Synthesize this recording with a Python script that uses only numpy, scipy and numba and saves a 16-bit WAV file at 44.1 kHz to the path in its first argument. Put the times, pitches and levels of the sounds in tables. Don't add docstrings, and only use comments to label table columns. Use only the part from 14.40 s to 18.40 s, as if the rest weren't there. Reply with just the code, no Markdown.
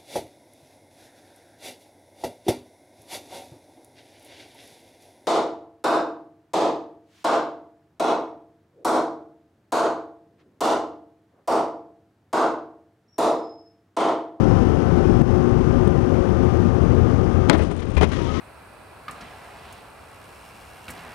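import sys
import numpy as np
from scipy import signal
from scipy.fft import rfft, irfft
from scipy.io import wavfile
from scipy.ndimage import uniform_filter1d
from numba import njit

SR = 44100
rng = np.random.default_rng(int(sys.argv[2]) if len(sys.argv) > 2 else 0)


def inscribe(sig):
    pcm = np.round(np.clip(np.atleast_2d(sig).T, -1, 1) * 32767)
    wavfile.write(sys.argv[1], SR, pcm.astype(np.int16))


N = 176400
t = np.arange(N) / SR

BURST_S, LIFT_S = 3.0971, 3.1
CYCLE_HZ, RISE_HZ_PER_S, SAG_HZ_PER_S = 59.3, .6, 2.19
WHEEL_TURNS_PER_CYCLE = .676
LIMIT, LIMIT_ATTACK_S, LIMIT_RELEASE_S = .66, .0014, .045
CLIP, TOP_HZ = .76, 9900

# f/Hz, level/dB
CRACK_SPECTRUM = [(100, -6), (600, 2), (1300, 4), (2000, 5), (2700, 3), (3300, 6), (4200, -.5), (5000, .5),
                  (5800, -20.5), (6700, -16), (8200, -2.5), (10000, -11), (12000, -40), (16000, -60)]
# f/Hz, level/dB
BLAST_SPECTRUM = [(110, -6), (200, 1), (400, 0), (580, 0), (780, -1), (1050, 0), (1400, -9), (1700, -12.5),
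                  (1950, -4), (2300, -15), (3500, -18), (5000, -25), (10000, -48)]
# f/Hz, level/dB
ARCH_SPECTRUM = [(40, -7), (110, -1), (170, 4.5), (420, 3), (560, -4), (680, -3), (850, -6.5),
                 (1100, -10.5), (1600, -18), (2050, -18), (2600, -23.5), (3500, -26), (5000, -37),
                 (7000, -50), (10000, -56)]
# f/Hz, level/dB
RASP_SPECTRUM = [(200, -20), (700, -2), (1200, 1), (2000, -1), (2500, -6.5), (3300, -6.5), (4500, -14),
                 (6200, -15.5), (8000, -26), (10000, -21.5)]
# t/s, thump/dB, slap/dB, rasp/dB, ring/dB, hold/s
TREAD_BLOWS = [(3.125, -28, -5, -18, -38, .005), (3.142, -24, -9, -35, -46, 0.0029),
               (3.187, -20, -17, -41, -48, 0.011), (3.207, -10, -26, -34, -43, 0.016),
               (3.298, -35, -24.5, -44, -52, .018), (3.387, -38, -37, -34.5, -52, 0.0045),
               (3.417, -38, -33, -35.5, -50, .004), (3.463, -38, -37, -43, -46, .003),
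               (3.564, -3, -17, -30, -23, .014), (3.607, -26, -11, -23, -32, .012),
               (3.626, -28, -13, -28, -32, .010), (3.713, -27, -34, -30.5, -44, 0.02),
               (3.785, -18, -24, -58, -50, 0.026)]
# f/Hz, level/dB, decay/s
METAL_MODES = [(790, -7, .025), (1058, -7, 0.043), (1434, -8, .025), (1775, -11, 0.022), (2030, -8, 0.028),
               (2400, -1, 0.019), (2504, 0, .018), (2700, -6, .014), (3450, -13, .012), (3960, -14, .008)]
# f/Hz, level/dB
SCRUB_SPECTRUM = [(200, -14), (520, 6.5), (750, -3.5), (1100, 7), (1550, -3), (2000, 1.5), (2600, -3.5),
                  (3200, -2.5), (4500, -10), (6200, -10), (8000, -24), (10000, -22)]
# t/s, level/dB
SCRUB_LEVELS = [(3.08, -70), (3.12, -46), (3.23, -37), (3.3, -46), (3.54, -46), (3.69, -40), (3.76, -34.5),
                (3.88, -35), (4, -34)]
# t/s, hold/s, starting f/Hz, glide/(Hz/s), level/dB
TYRE_SQUEALS = [(3.72, 0.014, 1920, -900, -39), (3.785, .07, 965, -400, -34),
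                (3.842, .03, 3270, -1800, -45), (3.872, 0.025, 1257, -200, -31),
                (3.936, 0.021, 1270, 100, -34.5), (3.934, .035, 3080, -2600, -44),
                (3.945, .04, 1056, -1, -35), (3.972, .02, 1910, 1, -38)]
# f/Hz, level/dB
ROAR_SPECTRUM = [(15, -19), (28, -7.5), (38, -1.5), (50, -3), (70, -0.5), (120, 0), (200, -3.5),
                 (330, -4.5), (480, -11), (620, -18), (800, -19.5), (1000, -24), (1250, -24.5),
                 (1600, -30.5), (2300, -37), (3100, -39.5), (4000, -47), (4900, -46.5), (6200, -46.5),
                 (7000, -54), (8100, -59), (9200, -52.5), (10000, -59)]
# t/s, level/dB
ROAR_LEVELS = [(0, -13), (.8, -14), (1.0, -14.5), (2.0, -14.4), (3.05, -14.5), (3.2, -17.5), (3.37, -23.5),
               (3.54, -23), (3.7, -22), (3.8, -20), (4, -21.2)]
# multiple of the cycle rate, start level/dB, level at burst/dB
ENGINE_ORDERS = [(1, -37, -35), (2, -27.5, -28), (3, -29.5, -34), (4, -24.5, -30.5), (6, -23.5, -24.5),
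                 (7, -37, -39), (8, -45, -40), (9, -31.5, -37), (11, -53.5, -48), (12, -36.5, -47.5),
                 (13, -33, -41.5), (14, -47.5, -49), (15, -37.5, -51.5), (17, -40, -48), (18, -46.5, -45.5),
                 (19, -48.5, -47.5), (20, -41.5, -38.5), (21, -50.5, -49), (22, -43, -52), (23, -54, -51),
                 (24, -48.5, -54), (25, -44, -56), (26, -55.5, -55), (30, -56, -57)]
# t/s, level/dB
DRONE_LEVELS = [(0, -35.5), (.7, -24.5), (1.1, -28.5), (2.0, -28.5), (2.4, -21), (3.0, -19), (3.12, -24),
                (3.24, -16.5), (3.34, -33), (3.54, -28), (3.6, -23), (3.72, -26), (4, -31)]
# t/s, thud/dB, rebound/dB, knock/dB, lull/dB
ROAD_JOINTS = [(.8128, 3, 2, -9, -4), (1.472, 0, 1, -6, -1)]
# f/Hz, level/dB
KNOCK_SPECTRUM = [(60, -10), (150, 2), (420, 1), (700, -14.5), (1500, -33), (4000, -46.5), (10000, -52)]
# f/Hz, level/dB
OVERLOAD_TICK_SPECTRUM = [(500, -7), (2500, 3), (6000, -9), (9000, -2), (10000, 3), (12000, -36)]
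# f/Hz, level/dB
DEBRIS_SPECTRUM = [(400, -10), (1500, 1), (3000, 0), (6000, -9), (9500, -3), (12000, -22)]
# t/s, level/dB
WHISTLE_LEVELS = [(0, -58), (.15, -56), (.3, -63), (.55, -61), (.75, -57), (.95, -67), (1.3, -78)]
# f/Hz, level/dB
HISS_SPECTRUM = [(30, -1), (200, .95), (1000, 0), (10000, 1)]


def undb(db):
    return 10 ** (np.asarray(db) / 20)


def curve(rows):
    return undb(np.interp(t, *np.array(rows).T))


def colour(x, spectrum):
    hz, db = np.array(spectrum).T
    bins_hz = np.arange(N // 2 + 1) * SR / N
    gain = undb(np.interp(np.log(np.maximum(bins_hz, 1)), np.log(hz), db))
    shaped = irfft(rfft(x) * gain, N)
    return shaped / shaped.std()


def noise(spectrum):
    return colour(rng.standard_normal(N), spectrum)


def walk(hz):
    size = max(int(SR / hz), 2)
    steps = np.repeat(rng.standard_normal(N // size + 2), size)
    drift = uniform_filter1d(uniform_filter1d(steps, size), size)
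    return drift[:N] / drift.std()


def tone(hz):
    return np.sqrt(2) * np.sin(2 * np.pi * (np.cumsum(hz) / SR + rng.random()))


def grains(spread_db, hz):
    return rng.standard_normal(N) * undb(spread_db * walk(hz))


def envelope(start, attack, hold, release):
    age = t - start
    return np.clip(age / attack, 0, 1) * np.exp(-np.maximum(age - attack - hold, 0) / release)


def swell(centre, width):
    return np.exp(-.5 * ((t - centre) / width) ** 2)


def thud(start, hz, decay):
    age = np.maximum(t - start, 0)
    phase = 2 * np.pi * hz * age
    return np.sin(phase) * np.exp(-age / decay) * (1 - np.exp(-phase))


def tyre_burst():
    bulge_s = BURST_S - .008
    bulge = undb(-3) * thud(bulge_s, hz=150, decay=.015)
    tear = undb(-27) * noise(RASP_SPECTRUM) * envelope(bulge_s - .002, .0026, .005, .002)
    crack = undb(4) * noise(CRACK_SPECTRUM) * envelope(BURST_S, .00054, .0012, .0012)
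    blast = undb(-.5) * noise(BLAST_SPECTRUM) * envelope(BURST_S, .00074, .0056, .007)
    boom = undb(-1) * noise(ARCH_SPECTRUM) * envelope(BURST_S, .004, .01, .021)
    return bulge + tear + crack + blast + boom


def loose_tread():
    slap = colour(grains(spread_db=2, hz=900), ARCH_SPECTRUM)
    rasp = colour(grains(spread_db=2.5, hz=570), RASP_SPECTRUM)
    out = np.zeros(N)
    for start, thump_db, slap_db, rasp_db, ring_db, hold in TREAD_BLOWS:
        contact = envelope(start, .0059, hold, .01)
        out += undb(thump_db) * thud(start, hz=76, decay=.049)
        out += contact * (undb(slap_db) * slap + undb(rasp_db) * rasp)
        ring_onset = int((start + .003) * SR)
        age = t[:N - ring_onset]
        rise = np.minimum(age / .002, 1)
        for hz, mode_db, decay in METAL_MODES:
            gain = undb(ring_db + mode_db + rng.standard_normal())
            mode = np.sin(2 * np.pi * (hz * age + rng.random()))
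            out[ring_onset:] += gain * mode * rise * np.exp(-age / decay)
    return out


def flat_tyre(wheel_hz):
    scrub = colour(grains(spread_db=1, hz=540), SCRUB_SPECTRUM)
    wobble_db = tone(wheel_hz) + 1.1 * walk(30)
    out = scrub * undb(wobble_db) * curve(SCRUB_LEVELS)
    for start, hold, hz, glide, db in TYRE_SQUEALS:
        gain = undb(db + 2.5 * walk(80))
        pitch_hz = (hz + glide * (t - start)) * (1 + .014 * walk(240))
        out += gain * tone(pitch_hz) * envelope(start, .017, hold, .012)
    return out


def roar(cycle_hz):
    cycle_phase = np.cumsum(cycle_hz) / SR % 1
    throb = 1 + .34 * np.exp(-cycle_phase / .29)
    rush = colour(grains(spread_db=.5, hz=250) * throb, ROAR_SPECTRUM)
    return rush * undb(.3 * walk(14)) * curve(ROAR_LEVELS)


def engine(cycle_hz):
    throttle = undb(-12 * np.clip((t - LIFT_S) / .2, 0, 1))
    run_up = np.minimum(t / BURST_S, 1)
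    out = np.zeros(N)
    for order, start_db, burst_db in ENGINE_ORDERS:
        level_db = start_db + (burst_db - start_db) * run_up
        waver_db = 1.84 * walk(3.99) + 2.15 * walk(29.97)
        out += undb(level_db + waver_db) * tone(order * cycle_hz)
    return throttle * out


def tyre_drone(wheel_hz):
    pitch_hz = 2 * wheel_hz * (1 + .02 * walk(20))
    return tone(pitch_hz) * undb(2 * walk(14)) * curve(DRONE_LEVELS)


def road_joints():
    knock, tick = noise(KNOCK_SPECTRUM), noise(OVERLOAD_TICK_SPECTRUM)
    out = np.zeros(N)
    for start, thud_db, rebound_db, knock_db, _ in ROAD_JOINTS:
        out += undb(thud_db) * thud(start, hz=137.6, decay=.0059)
        out -= undb(rebound_db) * thud(start + .0045, hz=260, decay=.004)
        out += undb(knock_db) * knock * envelope(start, .0029, .002, .0027)
        out += undb(-35) * tick * envelope(start + .0049, .0005, .00095, .001)
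    return out


def joint_lulls():
    return undb(sum(lull_db * swell(start + .04, width=.018) for start, *_, lull_db in ROAD_JOINTS))


def debris(hits_per_s=120):
    hits = (rng.random(N) < hits_per_s / SR) * undb(4 * rng.standard_normal(N))
    ticks = signal.fftconvolve(hits, np.exp(-t / .002))[:N] * rng.standard_normal(N)
    return undb(-47.5) * colour(ticks, DEBRIS_SPECTRUM) * envelope(BURST_S, .01, .08, .57)


def footbridge():
    return undb(-45) * noise(RASP_SPECTRUM) * swell(.7, width=.089)


def whistle():
    return tone(5240 + 110 * walk(700)) * undb(2 * walk(15)) * curve(WHISTLE_LEVELS)


def scene():
    rise_hz = RISE_HZ_PER_S * np.minimum(t, BURST_S)
    sag_hz = SAG_HZ_PER_S * np.maximum(t - BURST_S, 0)
    cycle_hz = (CYCLE_HZ + rise_hz - sag_hz) * (1 + .0011 * walk(15))
    wheel_hz = WHEEL_TURNS_PER_CYCLE * cycle_hz
    running = engine(cycle_hz) + roar(cycle_hz) + whistle() + footbridge() + tyre_drone(wheel_hz)
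    driving = running * joint_lulls() + road_joints()
    blowout = tyre_burst() + loose_tread() + debris() + flat_tyre(wheel_hz)
    hiss = undb(-72.5) * noise(HISS_SPECTRUM)
    return np.array([driving + blowout, hiss])


@njit
def follow_peaks(x, attack, release):
    out, level = np.empty(len(x)), 0.
    for i in range(len(x)):
        level += (x[i] - level) * (attack if x[i] > level else release)
        out[i] = level
    return out


def record(dry):
    microphone, hiss = dry
    peak = follow_peaks(np.abs(microphone), 1 / (LIMIT_ATTACK_S * SR), 1 / (LIMIT_RELEASE_S * SR))
    limited = microphone * LIMIT / np.maximum(peak, LIMIT)
    clipped = np.clip(limited, -CLIP, CLIP)
    low_pass = signal.ellip(12, .2, 80, TOP_HZ, fs=SR, output="sos")
    return signal.sosfilt(low_pass, np.array([clipped, hiss]))


dry = scene()
out = record(dry)
inscribe(out)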